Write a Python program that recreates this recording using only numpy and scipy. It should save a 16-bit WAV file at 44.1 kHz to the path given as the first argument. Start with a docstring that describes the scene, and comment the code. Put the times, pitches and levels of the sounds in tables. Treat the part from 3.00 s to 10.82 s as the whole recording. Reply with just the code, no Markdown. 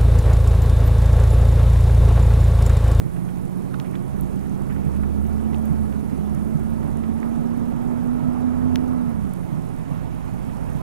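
"""Inside a car driving along a flooded street in steady rain, heard by two microphone ports.
From the start the engine, a few sine tones and gas noise, rises in pitch, easing briefly near 3 s.
All along, noise makes the tyres' rumble and spray; short bursts make the rain, ticks and splashes.
The wipers knock at each turn from 0.18 s, bumps boom, and a tap on the trim comes at 0.74 s.
Heavy drops snap close by at 0.8 and 5.76 s; after 6 s the throttle lifts and the pitch falls."""
import sys
import numpy as np
from scipy import signal
from scipy.fft import rfft, irfft
from scipy.io import wavfile
from scipy.ndimage import uniform_filter1d

SR = 44100
rng = np.random.default_rng(int(sys.argv[2]) if len(sys.argv) > 2 else 0)


def generate_wav(sig):
    """Save sig (samples, or channels by samples) to the path in sys.argv[1] as 16-bit PCM at SR."""
    pcm = np.round(np.clip(np.atleast_2d(sig).T, -1, 1) * 32767).astype(np.int16)
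    wavfile.write(sys.argv[1], SR, pcm)


N = 344862
TIME = np.arange(N) / SR

# The two microphone ports:
# (frequency [Hz], likeness of the two sides [0-1], left lead [rad], left minus right [dB])
PORTS = [(60, 1, 3.37, -8.5), (273, 0.99, 3.56, -9.5), (503, 0.81, 2.88, -8.5), (780, 0.87, 1.77, -11),
         (1400, 0.49, 2.6, -10.5), (2180, 0.58, 2.07, -8), (4000, 0.38, 0.42, -10), (8040, 1, 1.67, -13),
         (11500, 0.8, 1.22, -9.5), (15000, .5, 1.5, -8)]
# Slow changes of the road surface:
# (time [s], body rumble [dB], tread roar [dB], water wash [dB], fine spray [dB])
SURFACE = [(0, -27, -35.5, -40, -54.5), (1.8, -24.5, -34.5, -38.5, -56), (3.1, -24.5, -33.5, -39, -54.5),
           (4.4, -24, -35.5, -38, -57.5), (5.7, -22.5, -41.5, -37.5, -58), (6.45, -25.5, -37.5, -38.3, -57),
           (7.2, -27, -43, -37, -59), (7.82, -25, -40.5, -36, -55.8)]

# Larger drops on the glass: (time [s], level before the fade [dB], centre [Hz])
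TICKS = [(.6213, -34, 9000), (1.2107, -26, 11500), (2.273, -32, 12000), (2.5833, -34, 9000),
         (2.6563, -27, 11000), (3.349, -31, 9000), (3.9722, -34, 9500), (4.5768, -37, 11000),
         (6.3367, -26.5, 9800)]
# Puddle water thrown at the underside:
# (time [s], level before the fade [dB], centre [Hz], time to fade by 60 dB [s])
SPLASHES = [(.163, -41, 1600, .06), (.286, -40.5, 1900, 0.052), (.842, -44.5, 1900, 0.23),
            (.93, -39, 1450, 0.15), (.953, -34, 2200, 0.031), (1.695, -35, 1350, 0.17),
            (1.762, -35, 1500, 0.038), (2.033, -30, 1220, .05), (2.544, -37, 2450, 0.028),
            (4.229, -31.5, 1650, .02)]
# Heavy drops beside the ports: (time [s], peak before the bass is cut [dB])
DROPS = [(.8001, -21), (5.7584, -12)]
# Tones that a heavy drop rings: (frequency [Hz], relative level [dB], time to fade by 60 dB [s])
DROP_TONES = [(1900, -2, 0.0041), (3220, 13, 0.0014), (5650, 1, 0.0022), (9000, -3.5, .0012),
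              (11500, -0.5, .0012), (14800, -2.5, .0015)]

# Tone colour of the road rumble: (frequency [Hz], relative level [dB per Hz])
RUMBLE_COLOUR = [(8, -18), (25, 1.5), (45, -11.5), (70, -5.5), (100, -5), (150, -1.5), (205, -3.5),
                 (265, -4), (310, -15.5), (390, -21.5), (480, -27.5), (900, -39), (3000, -80)]
# Tone colour of the tread roar: (frequency [Hz], relative level [dB per Hz])
TREAD_COLOUR = [(150, -14), (270, -2.5), (335, 4), (410, 0), (480, -10.5), (700, -20), (3000, -66)]
# Tone colour of the parted water: (frequency [Hz], relative level [dB per Hz])
WASH_COLOUR = [(150, -4), (400, -0.5), (560, 0.5), (740, 0), (950, -2.5), (1250, -6), (1600, -12),
               (2200, -16), (3200, -24), (4300, -30.5), (7000, -30.5), (16000, -45)]
# Tone colour of the fine spray: (frequency [Hz], relative level [dB per Hz])
SPRAY_COLOUR = [(1500, -22), (4000, -4), (5500, -7), (7200, -5), (8800, 1.5), (10200, 2.5), (11800, -0.5),
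                (13500, -5), (16000, -8)]

# Bumps in the road: (time [s], peak of the swell [dB], ring [Hz])
BUMPS = [(.038, -17, 137), (1.215, -14.5, 64), (3.12, -20, 259), (3.182, -20, 160), (5.637, -21, 144),
         (6.518, -16.5, 142.6), (7.315, -18, 125)]
# A hollow tap on the trim, with one bounce: (time [s], peak [dB])
TAPS = [(.7412, -22), (.7445, -19)]
# Tones that the tap rings: (frequency [Hz], relative level [dB], time to fade by 60 dB [s])
TAP_TONES = [(1160, -3, 0.015), (1380, 13, 0.025), (1600, -1, 0.018), (2500, -5, .012), (3500, -11, .01),
             (9000, -14, .002)]
# Strength of each wiper turn, one after the other: (peak of the swell [dB])
WIPER_TURNS = [-17.5, -24, -9.5, -9, -9.5, -18, -16, -15, -10.5, -14]

# Tone colour of the gas rush: (frequency [Hz], relative level [dB per Hz])
RUSH_COLOUR = [(100, -35), (260, 6.5), (400, 1.5), (520, -2.5), (800, -8.5), (1100, -11.5), (1500, -16.5),
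               (2200, -29.5), (4000, -55), (8000, -64)]
# Resonances of the rush: (centre [Hz], width [Hz], lift [dB])
RUSH_PEAKS = [(707, 110, 5), (920, 130, 5.5), (1306, 73, 8.5)]
# Engine speed, given as the pitch of its drone: (time [s], pitch [Hz])
SPEED = [(0, 165), (.28, 180), (1.2, 192), (1.85, 198.6), (2.48, 221.5), (2.8, 218), (3.16, 204.5),
         (3.63, 225), (4.05, 224), (4.38, 233.5), (5.55, 247.8), (5.93, 250), (6.11, 233), (6.32, 184),
         (6.52, 165), (6.85, 160.5), (7.82, 145)]
# How hard the engine works; it labours, eases for a moment, pulls evenly, then coasts:
# (time [s], load [dB])
LOAD = [(1.68, -3), (1.9, 3.5), (2.8, 3.5), (3.02, -7.5), (3.25, -1), (6.05, 0), (6.42, -8.5), (7, -0.5)]
# Cabin resonances met by the firing note: (note [Hz], level before load [dB])
FIRING_BOOM = [(54.5, -29.5), (59, -37), (62, -31), (66.5, -40), (68.5, -28), (74, -24.5), (80.5, -27.5),
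               (84.5, -44.5), (87.5, -36), (89, -26)]
# Level of the octave of that note: (note [Hz], level [dB])
OCTAVE_LEVEL = [(105, -34.5), (125, -33.5), (140, -30), (160, -38.5), (176, -32)]

RAIN_PER_S = 420  # average number of fine drops each second
# Extra ticks and splashes at random moments: how many of each kind per second, and their mean
# level before the fade (dB), mean centre (Hz) and time to fade by 60 dB (s)
STRAYS_PER_S = 1
STRAY_TICK_DB, STRAY_TICK_HZ = -40.5, 11000
STRAY_SPLASH_DB, STRAY_SPLASH_HZ, STRAY_SPLASH_T60 = -43, 1800, .05

# The wipers turn at a steady pace: first turn (s), time between turns (s), pitch of the knock (Hz)
FIRST_TURN_S, SWEEP_S, KNOCK_HZ = .181, .841, 152.5

DRONE_PER_FIRING = 2.8  # drone pitch divided by the firing note
FULL_SPEED_HZ = 248  # drone pitch that counts as full speed
# Level at full speed (dB; the drone's is before resonance and load), growth (dB per octave of speed)
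DRONE_DB, DRONE_DB_PER_OCTAVE = -21.5, 15
RUSH_DB, RUSH_DB_PER_OCTAVE = -32, 32
# The drone meets a resonance near full speed: centre (Hz), width (Hz), lift (dB)
DRONE_PEAK_HZ, DRONE_PEAK_WIDTH_HZ, DRONE_PEAK_DB = 249, 12, 2
DRONE_LOAD_SHARE = 0.14  # part of the load's dB that the drone follows (0-1)

TREBLE_EDGE_HZ = 15950  # the treble is cut from here up


def amp(db):
    """Turns decibels into a plain multiplier."""
    return 10 ** (np.asarray(db) / 20)


def unit(x):
    """Scales a signal to an average strength (rms) of 1."""
    return x / np.sqrt(np.mean(x ** 2) + 1e-20)


def curves(rows):
    """Draws straight lines between the rows of a timed table, one curve per column."""
    seconds, *columns = np.transpose(rows)
    return [np.interp(TIME, seconds, column) for column in columns]


def read(rows, hz, axis=1):
    """Reads one column of a frequency table, with pitch spaced as the ear hears it."""
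    table = np.transpose(rows)
    return np.interp(np.log(hz + 1), np.log(table[0] + 1), table[axis])


def peak(hz, centre_hz, width_hz, lift_db):
    """A resonance lifts what lies near its centre, in dB."""
    return lift_db / (1 + (2 * (hz - centre_hz) / width_hz) ** 2)


def add(mix, seconds, sound):
    """Mixes a short sound in at the given time."""
    start = max(round(seconds * SR), 0)
    part = mix[start:][:len(sound)]
    part += sound[:len(part)]


def wander(rate_hz):
    """Random drift of rms 1, made by keeping only the slow part of noise."""
    hz = np.fft.rfftfreq(N, 1 / SR)
    slow = np.exp(-(hz / rate_hz) ** 2)
    return unit(irfft(rfft(rng.standard_normal(N)) * slow, N))


def fade(t, t60):
    """Dying away: the level falls by 60 dB in t60 seconds."""
    return np.exp(-np.log(1000) * t / t60)


def noise(colour, patchy_db, size):
    """Noise of rms 1 with the dB spectrum colour(hz), stronger and weaker in drifting patches."""
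    hz = np.fft.rfftfreq(size, 1 / SR)
    real, imag, patches = rng.standard_normal((3, N * 4 // size + 6, len(hz)))
    patches = uniform_filter1d(patches, size=8, axis=0)  # smooth over time
    patches = unit(uniform_filter1d(patches, size=12, axis=1))  # smooth over frequency
    frames = (real + 1j * imag) * amp(colour(hz) + patchy_db * patches)
    _, sound = signal.istft(frames.T, nperseg=size, noverlap=size * 3 // 4)
    return unit(sound[:N])


def burst(hz, octaves, t60):
    """A puff of noise around hz swells quickly and dies away."""
    t = TIME[:SR // 4]
    bins = np.fft.rfftfreq(len(t), 1 / SR)
    band = np.exp(-.5 * (np.log2((bins + 1) / hz) / octaves) ** 2)
    puff = unit(irfft(rfft(rng.standard_normal(len(t))) * band, len(t)))
    swell = 1 - np.exp(-50 * t / t60)
    return puff * swell * fade(t, t60)


def strays(db, hz, octaves, t60, spread_db=2.5):
    """Small bursts at random moments, each with its own size and pitch."""
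    out = np.zeros(N)
    for when, size, pitch in rng.uniform(-1, 1, (round(STRAYS_PER_S * N / SR), 3)):
        seconds = (when + 1) / 2 * N / SR
        add(out, seconds, amp(db + spread_db * size) * burst(hz * (1 + .2 * pitch), octaves, t60))
    return out


def thuds(rows, rise, overtone_db):
    """Soft blows swell for rise seconds, then die away, as a low tone with a weaker one above."""
    out, t = np.zeros(N), TIME[:SR // 2]
    swell = t / rise * np.exp(1 - t / rise)
    for seconds, db, hz in rows:
        ring = np.sin(2 * np.pi * hz * t)
        ring = ring + amp(overtone_db) * np.sin(2 * np.pi * 1.55 * hz * t)
        add(out, seconds, amp(db) * swell * ring)
    return out


def struck(rows, tones):
    """Each blow sets the same few tones ringing; each tone fades at its own pace."""
    out, t = np.zeros(N), TIME[:SR // 10]
    ring = sum(amp(db) * fade(t, t60) * np.sin(2 * np.pi * hz * t) for hz, db, t60 in tones)
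    for seconds, db in rows:
        add(out, seconds, amp(db) * ring / abs(ring).max())
    return out


def revs():
    """Engine speed in octaves from full speed (below it is negative)."""
    return np.log2(curves(SPEED)[0] / FULL_SPEED_HZ)


def rain(level_db=-5, count=12):
    """Many fine drops on the glass, a few larger than the rest; their level follows the spray's."""
    chance, spot = rng.random(N), rng.integers(0, count, N)
    size = np.minimum(rng.exponential(1, N), 4)
    hits = (chance < RAIN_PER_S / SR) * amp(4.4 * size)
    patter = np.zeros(N)
    for k, hz in enumerate(np.geomspace(7000, 11000, count)):  # each spot has its own pitch
        patter += signal.oaconvolve(hits * (spot == k), burst(hz, .4, .005))[:N]
    spray_db = curves(SURFACE)[-1]
    return amp(level_db + spray_db) * unit(patter)


def water(tick_t60=0.0042, tick_octaves=0.34, splash_octaves=0.55):
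    """Larger drops tick on the glass as short high bursts; puddles splash lower and longer."""
    out = strays(STRAY_TICK_DB, STRAY_TICK_HZ, tick_octaves, tick_t60)
    out += strays(STRAY_SPLASH_DB, STRAY_SPLASH_HZ, splash_octaves, STRAY_SPLASH_T60)
    for seconds, db, hz in TICKS:
        add(out, seconds, amp(db) * burst(hz, tick_octaves, tick_t60))
    for seconds, db, hz, t60 in SPLASHES:
        add(out, seconds, amp(db) * burst(hz, splash_octaves, t60))
    return out


def drops(left_db=4.0, low_hz=1500):
    """Heavy drops snap beside the ports, thin in the bass, louder and a little earlier on the left."""
    bass_cut = signal.butter(2, low_hz, "highpass", fs=SR, output="sos")
    snap = signal.sosfilt(bass_cut, struck(DROPS, DROP_TONES))
    left = amp(left_db) * np.roll(snap, -2)  # two samples earlier
    return np.array([left, snap])


def tyres():
    """Road rumble through the body, tread roar, the wash of parted water and flickering fine spray."""
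    rumble_db, tread_db, wash_db, spray_db = curves(SURFACE)
    wash_db = wash_db + 0.42 * wander(13)
    spray_db = spray_db + 0.53 * wander(60)
    rumble = amp(rumble_db) * noise(lambda hz: read(RUMBLE_COLOUR, hz), patchy_db=.5, size=4096)
    tread = amp(tread_db) * noise(lambda hz: read(TREAD_COLOUR, hz), patchy_db=1.16, size=2048)
    wash = amp(wash_db) * noise(lambda hz: read(WASH_COLOUR, hz), patchy_db=1.28, size=1024)
    spray = amp(spray_db) * noise(lambda hz: read(SPRAY_COLOUR, hz), patchy_db=2.2, size=512)
    return rumble + tread + wash + spray


def bumps():
    """Bumps in the road boom briefly in the cabin."""
    return thuds(BUMPS, rise=0.013, overtone_db=-14)


def trim_tap():
    """A hollow tap and its bounce set the trim ringing."""
    return struck(TAPS, TAP_TONES)


def wipers():
    """One soft knock at each turn, evenly spaced in time."""
    turns = [(FIRST_TURN_S + k * SWEEP_S, db, KNOCK_HZ) for k, db in enumerate(WIPER_TURNS)]
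    return thuds(turns, rise=0.007, overtone_db=-13.5)


def gas_rush():
    """Gas noise in fixed resonances, swelling with engine speed."""
    def colour(hz):
        return read(RUSH_COLOUR, hz) + sum(peak(hz, *row) for row in RUSH_PEAKS)
    level_db = RUSH_DB + RUSH_DB_PER_OCTAVE * revs()
    return amp(level_db) * noise(colour, patchy_db=0.5, size=2048)


def engine(flutter_db=1.13, octave_flutter_db=1.5):
    """The firing note, its octave and a drone geared to the same shaft, so all glide together."""
    drone_hz, load_db = curves(SPEED)[0], curves(LOAD)[0]
    unsteady_hz = drone_hz * (1 + .002 * wander(15))
    drone_angle = 2 * np.pi * np.cumsum(unsteady_hz) / SR
    firing_angle, firing_hz = drone_angle / DRONE_PER_FIRING, drone_hz / DRONE_PER_FIRING

    drone_db = DRONE_DB + DRONE_DB_PER_OCTAVE * revs() + DRONE_LOAD_SHARE * load_db
    drone_db += peak(drone_hz, DRONE_PEAK_HZ, DRONE_PEAK_WIDTH_HZ, DRONE_PEAK_DB)
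    firing_db = read(FIRING_BOOM, firing_hz) + load_db
    octave_db = read(OCTAVE_LEVEL, 2 * firing_hz)

    tones = [(drone_angle, drone_db, flutter_db),
             (firing_angle, firing_db, flutter_db),
             (2 * firing_angle, octave_db, octave_flutter_db)]
    out = np.zeros(N)
    for angle, db, depth_db in tones:
        out += amp(db + depth_db * wander(11.4)) * np.sin(angle)
    return np.sqrt(2) * out  # levels are rms, so each sine peaks 3 dB higher


def ports(sound, diffuse):
    """The right port faces the sound; the left is weaker, turned in phase and partly unrelated."""
    hz = np.fft.rfftfreq(N, 1 / SR)
    same = np.clip(read(PORTS, hz, axis=1), 0, 1)
    turn = np.exp(1j * read(PORTS, hz, axis=2))
    left = same * turn * rfft(sound) + np.sqrt(1 - same ** 2) * rfft(diffuse)
    left = left * amp(read(PORTS, hz, axis=3))
    return np.array([irfft(left, N), sound])


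def outside():
    """One random version of the rain, water, tyres and gas rush together."""
    return rain() + water() + tyres() + gas_rush()


def scene():
    """Cabin sounds and the wet road at the two ports, with the heavy drops on top."""
    cabin = bumps() + trim_tap() + wipers() + engine()
    direct, diffuse = outside(), outside()
    return ports(cabin + direct, diffuse) + drops()


def record(dry):
    """Softens both ends over 4 ms and cuts the highest treble, as a recorder's band limit does."""
    ends = np.minimum(1, np.minimum(TIME, TIME[::-1]) / .004)
    treble_cut = signal.firwin(511, TREBLE_EDGE_HZ, window=("kaiser", 9), fs=SR)
    return signal.oaconvolve(dry * ends, treble_cut[None], "same")


dry = scene()
out = record(dry)
generate_wav(out)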